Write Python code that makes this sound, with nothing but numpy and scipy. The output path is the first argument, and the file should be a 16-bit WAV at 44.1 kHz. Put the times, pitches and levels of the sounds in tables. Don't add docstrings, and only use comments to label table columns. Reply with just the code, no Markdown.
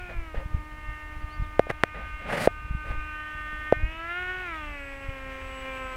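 import sys
import numpy as np
from scipy import signal
from scipy.fft import rfft, irfft, next_fast_len
from scipy.io import wavfile

SR = 44100
rng = np.random.default_rng(int(sys.argv[2]) if len(sys.argv) > 2 else 0)


def file_out(sig):
    cols = np.atleast_2d(sig).T
    lim = np.clip(cols, -1, 1)
    pcm = np.round(lim * 32767).astype(np.int16)
    wavfile.write(sys.argv[1], SR, pcm)


N = 262836
TIME = np.arange(N) / SR

# time_s, level_db before colouring, brightness_db_per_octave, reflection_delay_ms, reflection_gain (0-1)
FLIGHT_PATH = [(0, -48.5, -4.5, 1.4, 0.5), (.29, -50, -2.5, 0.96, 0.1), (.6, -51.5, -4, 0.97, 0.64),
               (.87, -45.5, 0.5, 1.033, 0.45), (1.2, -47.5, -1.5, 1.02, 0.58),
               (1.88, -48.5, -0.1, 0.87, .3), (2.17, -44.5, 2.5, 0.86, 0.33), (2.57, -49, 1.3, 0.79, 0.66),
               (2.93, -44.5, 0.8, 0.8, .55), (3.35, -41, 2.5, 0.65, 0.4), (3.72, -41.5, 2.5, 0.58, 0.6),
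               (3.89, -41.5, 1.5, .4, .62), (4.13, -38, 3.5, 0.063, 0.56), (4.49, -37.5, 2, .17, 0.31),
               (4.71, -40.5, 0.7, 0.35, .7), (4.84, -46, -1, .42, 0.93), (5.22, -44.5, -1.5, 0.38, 0.44),
               (5.55, -42.5, 0, .31, 0.66), (5.75, -39.5, 0, 0.31, 0.56), (5.96, -40.5, .3, 0.27, 0.35)]


def amp(db):
    return 10 ** (np.asarray(db) / 20)


def evened(x):
    return x / np.sqrt(np.mean(x ** 2) + 1e-20)


def curves(rows):
    s, *columns = np.transpose(rows)
    return [np.interp(TIME, s, c) for c in columns]


def read(points, hz):
    f, db = np.transpose(points)
    return np.interp(np.log(hz + 1), np.log(f + 1), db)


def noise(colour):
    size = next_fast_len(N)
    spectrum = rfft(rng.standard_normal(size))
    gain = amp(read(colour, np.fft.rfftfreq(size, 1 / SR)))
    return evened(irfft(spectrum * gain, size)[:N])


def drift(rate_hz):
    size, step = 2048, 256
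    f = np.fft.rfftfreq(size, step / SR)
    slow = irfft(rfft(rng.standard_normal(size)) / (1 + (f / rate_hz) ** 2), size)
    return evened(np.interp(TIME, np.arange(size) * step / SR, slow))


def add(mix, s, sound):
    part = mix[round(s * SR):][:len(sound)]
    part += sound[:len(part)]


def propeller(jitter=0.0011, flutter_db=0.81, shimmer_db=1.47, shaft_db=-16):
    # time_s, pitch_hz
    blade_rate = [(0.0, 362.7), (0.1, 354.6), (0.325, 310.4), (0.433, 305.4), (1.45, 303.8), (1.95, 305.4),
                  (2.75, 305.1), (3.779, 304.6), (4.047, 334), (4.194, 361.2), (4.321, 368.2),
                  (4.428, 366.5), (4.54, 320.3), (4.62, 303), (4.814, 280.1), (4.93, 274.7), (5.04, 273.3),
                  (5.206, 266), (5.689, 264), (5.96, 258.6)]
    # frequency_hz, gain_db
    blade_tone = [(260.0, -13.5), (370.0, -5.5), (530.0, -1), (620.0, -7.5), (900.0, -1.8), (1400.0, -0.5),
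                  (2000.0, -5), (2700.0, -11.5), (3200.0, -20.5), (4500.0, -33)]
    overtones_db = [2.5, -2.2, -7.5, 1.8, 1.7, 1.5, 0.8, 1.7, 2.5, -1.7, -2, -12.5, -8.5]
    hz = curves(blade_rate)[0] * (1 + jitter * drift(rate_hz=37))
    level_db, tilt_db, delay_ms, bounce = curves(FLIGHT_PATH)
    phase = 2 * np.pi * np.cumsum(hz) / SR
    lag = 2 * np.pi * hz * delay_ms / 1000
    tilt_centre_hz = 1500
    overtones = np.zeros(N)
    for k, overtone_db in enumerate(overtones_db, 1):
        angle = k * phase + rng.normal(0, 0.35)
        db = level_db + overtone_db + read(blade_tone, k * hz)
        db = db + tilt_db * np.log2(k * hz / tilt_centre_hz)
        tone = amp(db) * (np.cos(angle) + bounce * np.cos(angle - k * lag))
        overtones += tone * amp(shimmer_db * np.sqrt(k / 5) * drift(rate_hz=4.3))
    shaft = sum(np.cos((k + .5) * phase + rng.uniform(0, 2 * np.pi)) / k for k in range(1, 8))
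    idling = np.clip((300 - hz) / 35, 0, 1)
    shaft_tones = amp(level_db + shaft_db) * idling * shaft
    return amp(flutter_db * drift(rate_hz=27)) * (overtones + shaft_tones + braking(phase / 2))


def braking(shaft_phase):
    # start_s, end_s, order_13_db, order_14_db
    slowdowns = [(-0.15, 0.285, -52, -49), (4.424, 4.57, -50, -44)]
    out = np.zeros(N)
    for start, end, low_db, high_db in slowdowns:
        progress = np.clip((TIME - start) / (end - start), 0, 1)
        swell = np.sqrt(abs(np.sin(np.pi * progress)))
        tones = amp(low_db) * np.cos(13 * shaft_phase) + amp(high_db) * np.cos(14 * shaft_phase)
        out += swell * tones
    return out


def rush(swirl_db=1.0, echo_share=0.13):
    # time_s, level_db
    rush_level = [(0, -53), (.5, -61), (1, -54.5), (1.5, -57.5), (1.9, -52.5), (2.2, -51), (2.55, -56),
                  (3, -50.5), (3.6, -50), (3.8, -50.5), (4.15, -46), (4.5, -46), (4.8, -48), (5.1, -48.5),
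                  (5.6, -47), (5.96, -45.5)]
    # frequency_hz, gain_db
    rush_colour = [(100, -1), (190, -6.5), (300, -8), (550, -9.5), (800, -4.5), (1200, -4), (1700, 1),
                   (2500, 1.5), (3000, -3.5), (3600, -13.5), (4300, -20), (6500, -24), (10000, -30),
                   (16000, -33)]
    _, _, delay_ms, bounce = curves(FLIGHT_PATH)
    air = noise(rush_colour)
    echo = np.interp(TIME - delay_ms / 1000, TIME, air)
    level_db = curves(rush_level)[0] + swirl_db * drift(rate_hz=9.3)
    return evened(air + echo_share * bounce * echo) * amp(level_db)


def controller(whistle_hz=7810, waver_db=1.5, wobble_hz=5):
    # time_s, level_db
    whistle_level = [(0, -94), (.8, -83), (1.9, -101), (2.2, -77), (2.8, -84), (3.5, -80), (4.3, -93),
                     (4.85, -68.5), (5.3, -77), (5.6, -59), (5.67, -75), (5.75, -62.5), (5.96, -65)]
    phase = 2 * np.pi * np.cumsum(whistle_hz + wobble_hz * drift(rate_hz=12.6)) / SR
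    return evened(np.sin(phase)) * amp(curves(whistle_level)[0] + waver_db * drift(rate_hz=33))


def knocks(body_hz=550, swell_s=0.0019, ring_hz=700, ring_db=-20, ring_t60=0.044, push_db=-17):
    # time_s, hollow_thud_gain_db, sharp_tick_peak_db
    knock_hits = [(0.3436, -26.5, -47), (1.5939, -1.5, -10.5), (1.668, -27.5, -54), (1.7022, -16, -14.5),
                  (1.7109, -29, -21.5), (1.836, -12, -0.5), (2.4735, -1.5, -13), (3.724, -1.5, -16)]
    # frequency_hz, gain_db
    tick_colour = [(30, -2), (120, 4.5), (580, -4.5), (1100, 4), (1900, 7), (2500, -3.5), (3300, -8.5),
                   (4200, -15.5), (7300, -28.5), (9000, -23), (11000, -35), (16000, -43)]
    size = 4096
    t = np.arange(size) / SR
    log_gain = np.log(amp(read(tick_colour, abs(np.fft.fftfreq(size, 1 / SR)))))
    tick = np.fft.ifft(np.exp(signal.hilbert(log_gain).conj())).real
    pole = .86 * np.exp(2j * np.pi * 1500 / SR)
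    smear = np.poly([pole, pole.conjugate()]).real
    tick = signal.lfilter(smear[::-1], smear, tick)
    u = t / swell_s
    swell = (u * np.exp(1 - u)) ** 3.6
    ring = amp(ring_db - 60 * t / ring_t60) * (1 - np.exp(-u)) * np.sin(2 * np.pi * ring_hz * t)
    hollow = np.sin(2 * np.pi * body_hz * (t - swell_s) + 1)
    thud = ring - swell * (hollow + amp(push_db))
    out = np.zeros(N)
    for s, thud_db, tick_db in knock_hits:
        add(out, s, amp(thud_db) * thud + amp(tick_db) * tick / abs(tick).max())
    return out


def rubs(grip_db=1.5):
    # start_s, loudest_s, end_s, level_db, hiss_db relative to that level
    slides = [(0.073, 0.106, 0.17, -42.5, -37), (0.342, 0.35, .46, -39.5, -31),
              (1.685, 1.705, 1.72, -30, -24), (1.942, 1.946, 2.135, -42, -37), (2.16, 2.29, 2.4, -40, -44),
              (2.255, 2.347, 2.47, -28, -20), (2.361, 2.447, 2.487, -30.5, -10),
              (2.821, 2.897, 2.98, -41, -24)]
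    # frequency_hz, gain_db
    rub_colour = [(50, -20), (170, 0), (330, -12.5), (600, -1.5), (950, -12), (1400, -11), (1900, -8.5),
                  (2800, -18), (4000, -30.5), (6500, -47), (16000, -84)]
    # frequency_hz, gain_db
    skin_colour = [(500, -36), (2500, -7), (4500, -3), (6500, -10), (9500, -6.5), (12000, -13.5),
                   (16000, -21)]
    body, skin, out = noise(rub_colour), noise(skin_colour), np.zeros(N)
    for start, loudest, end, db, hiss_db in slides:
        pressure = np.sin(np.pi / 2 * np.interp(TIME, [start, loudest, end], [0, 1, 0])) ** 2
        out += amp(db) * pressure * (body + amp(hiss_db) * skin)
    catching = drift(rate_hz=70)
    return out * amp(grip_db * catching)


def squeak(hz=540, squeak_db=-39, waver=0.037, rough_db=-4.0):
    # start_s, end_s
    start, end = (.375, .432)
    phase = 2 * np.pi * np.cumsum(hz * (1 + waver * drift(rate_hz=80))) / SR
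    progress = np.clip((TIME - start) / (end - start), 0, 1)
    grip = np.sqrt(abs(np.sin(np.pi * progress)))
    return grip * np.sin(phase) * amp(squeak_db + rough_db * drift(rate_hz=42))


def wind(lump_db=2, gust_db=-17, gust_s=0.046):
    # time_s, level_db
    rumble_level = [(0, -41.5), (1.1, -44), (2.1, -42), (2.9, -38.5), (3.3, -45), (4.6, -42), (5.96, -44)]
    # frequency_hz, gain_db
    wind_colour = [(8, -58), (22, -0.5), (36, 3.5), (60, 0), (100, -10.5), (160, -21.5), (300, -29),
                   (800, -39.5), (3000, -79)]
    # time_s, peak_db, half_length_ms
    buffets = [(0.166, -29, 5), (0.188, -22.5, 9.1), (0.38, -21, 7.1), (0.461, -25.5, 3.8),
               (0.548, -16, 4.3), (0.56, -29, 5.9), (0.892, -27.5, 5.3), (1.169, -30, 5.8),
               (1.244, -24.5, 5.8), (1.4, -24.5, 4), (1.423, -21, 4.4), (2.143, -31.5, 6.6),
               (2.711, -22, 3.6), (2.751, -22, 3.4), (2.908, -25, 6.2), (2.982, -24, 9.9),
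               (3.351, -35, 4.2), (3.53, -38, 1.92), (3.547, -43, 1.7), (3.772, -28.5, 4.3),
               (3.794, -27, 6.5), (3.839, -18.5, 6.2), (5.092, -25, 4.6)]
    power, eddies = amp(curves(rumble_level)[0]) ** 2, np.zeros(N)
    for s, db, half_ms in buffets:
        u = (TIME - s) * 1000 / half_ms
        swing = -u / (1 + u * u) ** 2
        eddies += amp(db) * swing / swing.max()
        power = power + amp(db + gust_db) ** 2 * np.exp(-((TIME - s) / gust_s) ** 2)
    return eddies + noise(wind_colour) * np.sqrt(power) * amp(lump_db * drift(rate_hz=4.8))


def birds(rasp_db=2, scatter_hz=200):
    # start_s, end_s, first_hz, middle_hz, last_hz, level_db
    chirps = [(0.531, 0.629, 2550, 2400, 2100, -55), (1.195, 1.245, 4500, 4750, 4500, -68),
              (1.276, 1.389, 3700, 4500, 4460, -60.5), (1.28, 1.349, 4000, 3000, 2400, -61),
              (1.408, 1.49, 5200, 3700, 3140, -60.5)]
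    out = np.zeros(N)
    for start, end, first_hz, middle_hz, last_hz, db in chirps:
        u = np.linspace(0, 1, round((end - start) * SR))
        glide = np.polyfit([0, .5, 1], [first_hz, middle_hz, last_hz], 2)
        hz = np.polyval(glide, u) + scatter_hz * drift(rate_hz=400)[:len(u)]
        whistle = np.sin(2 * np.pi * np.cumsum(hz) / SR)
        add(out, start, amp(db) * np.sin(np.pi * u) * whistle)
    return out * amp(rasp_db * drift(rate_hz=41))


def open_air():
    # time_s, level_db
    air_level = [(0, -52.5), (1.55, -52.5), (1.9, -55.5), (2.6, -54.5), (3.3, -55), (3.7, -51.5),
                 (3.8, -55.5), (4.4, -55), (5.96, -52)]
    # frequency_hz, gain_db
    air_colour = [(30, 12.5), (150, -7.5), (400, -7), (1000, -3), (2500, -10), (4500, -19.5), (8000, -24.5),
                  (12000, -26), (16000, -30)]
    return noise(air_colour) * amp(curves(air_level)[0])


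def scene():
    plane = propeller() + rush() + controller()
    fingers = knocks() + rubs() + squeak()
    background = wind() + birds() + open_air()
    return (plane + fingers + background)[None]


def record(dry, edge_hz=15900):
    lowpass = signal.firwin(511, edge_hz, window=("kaiser", 9), fs=SR)
    return signal.oaconvolve(dry, lowpass[None], "same")


dry = scene()
out = record(dry)
file_out(out)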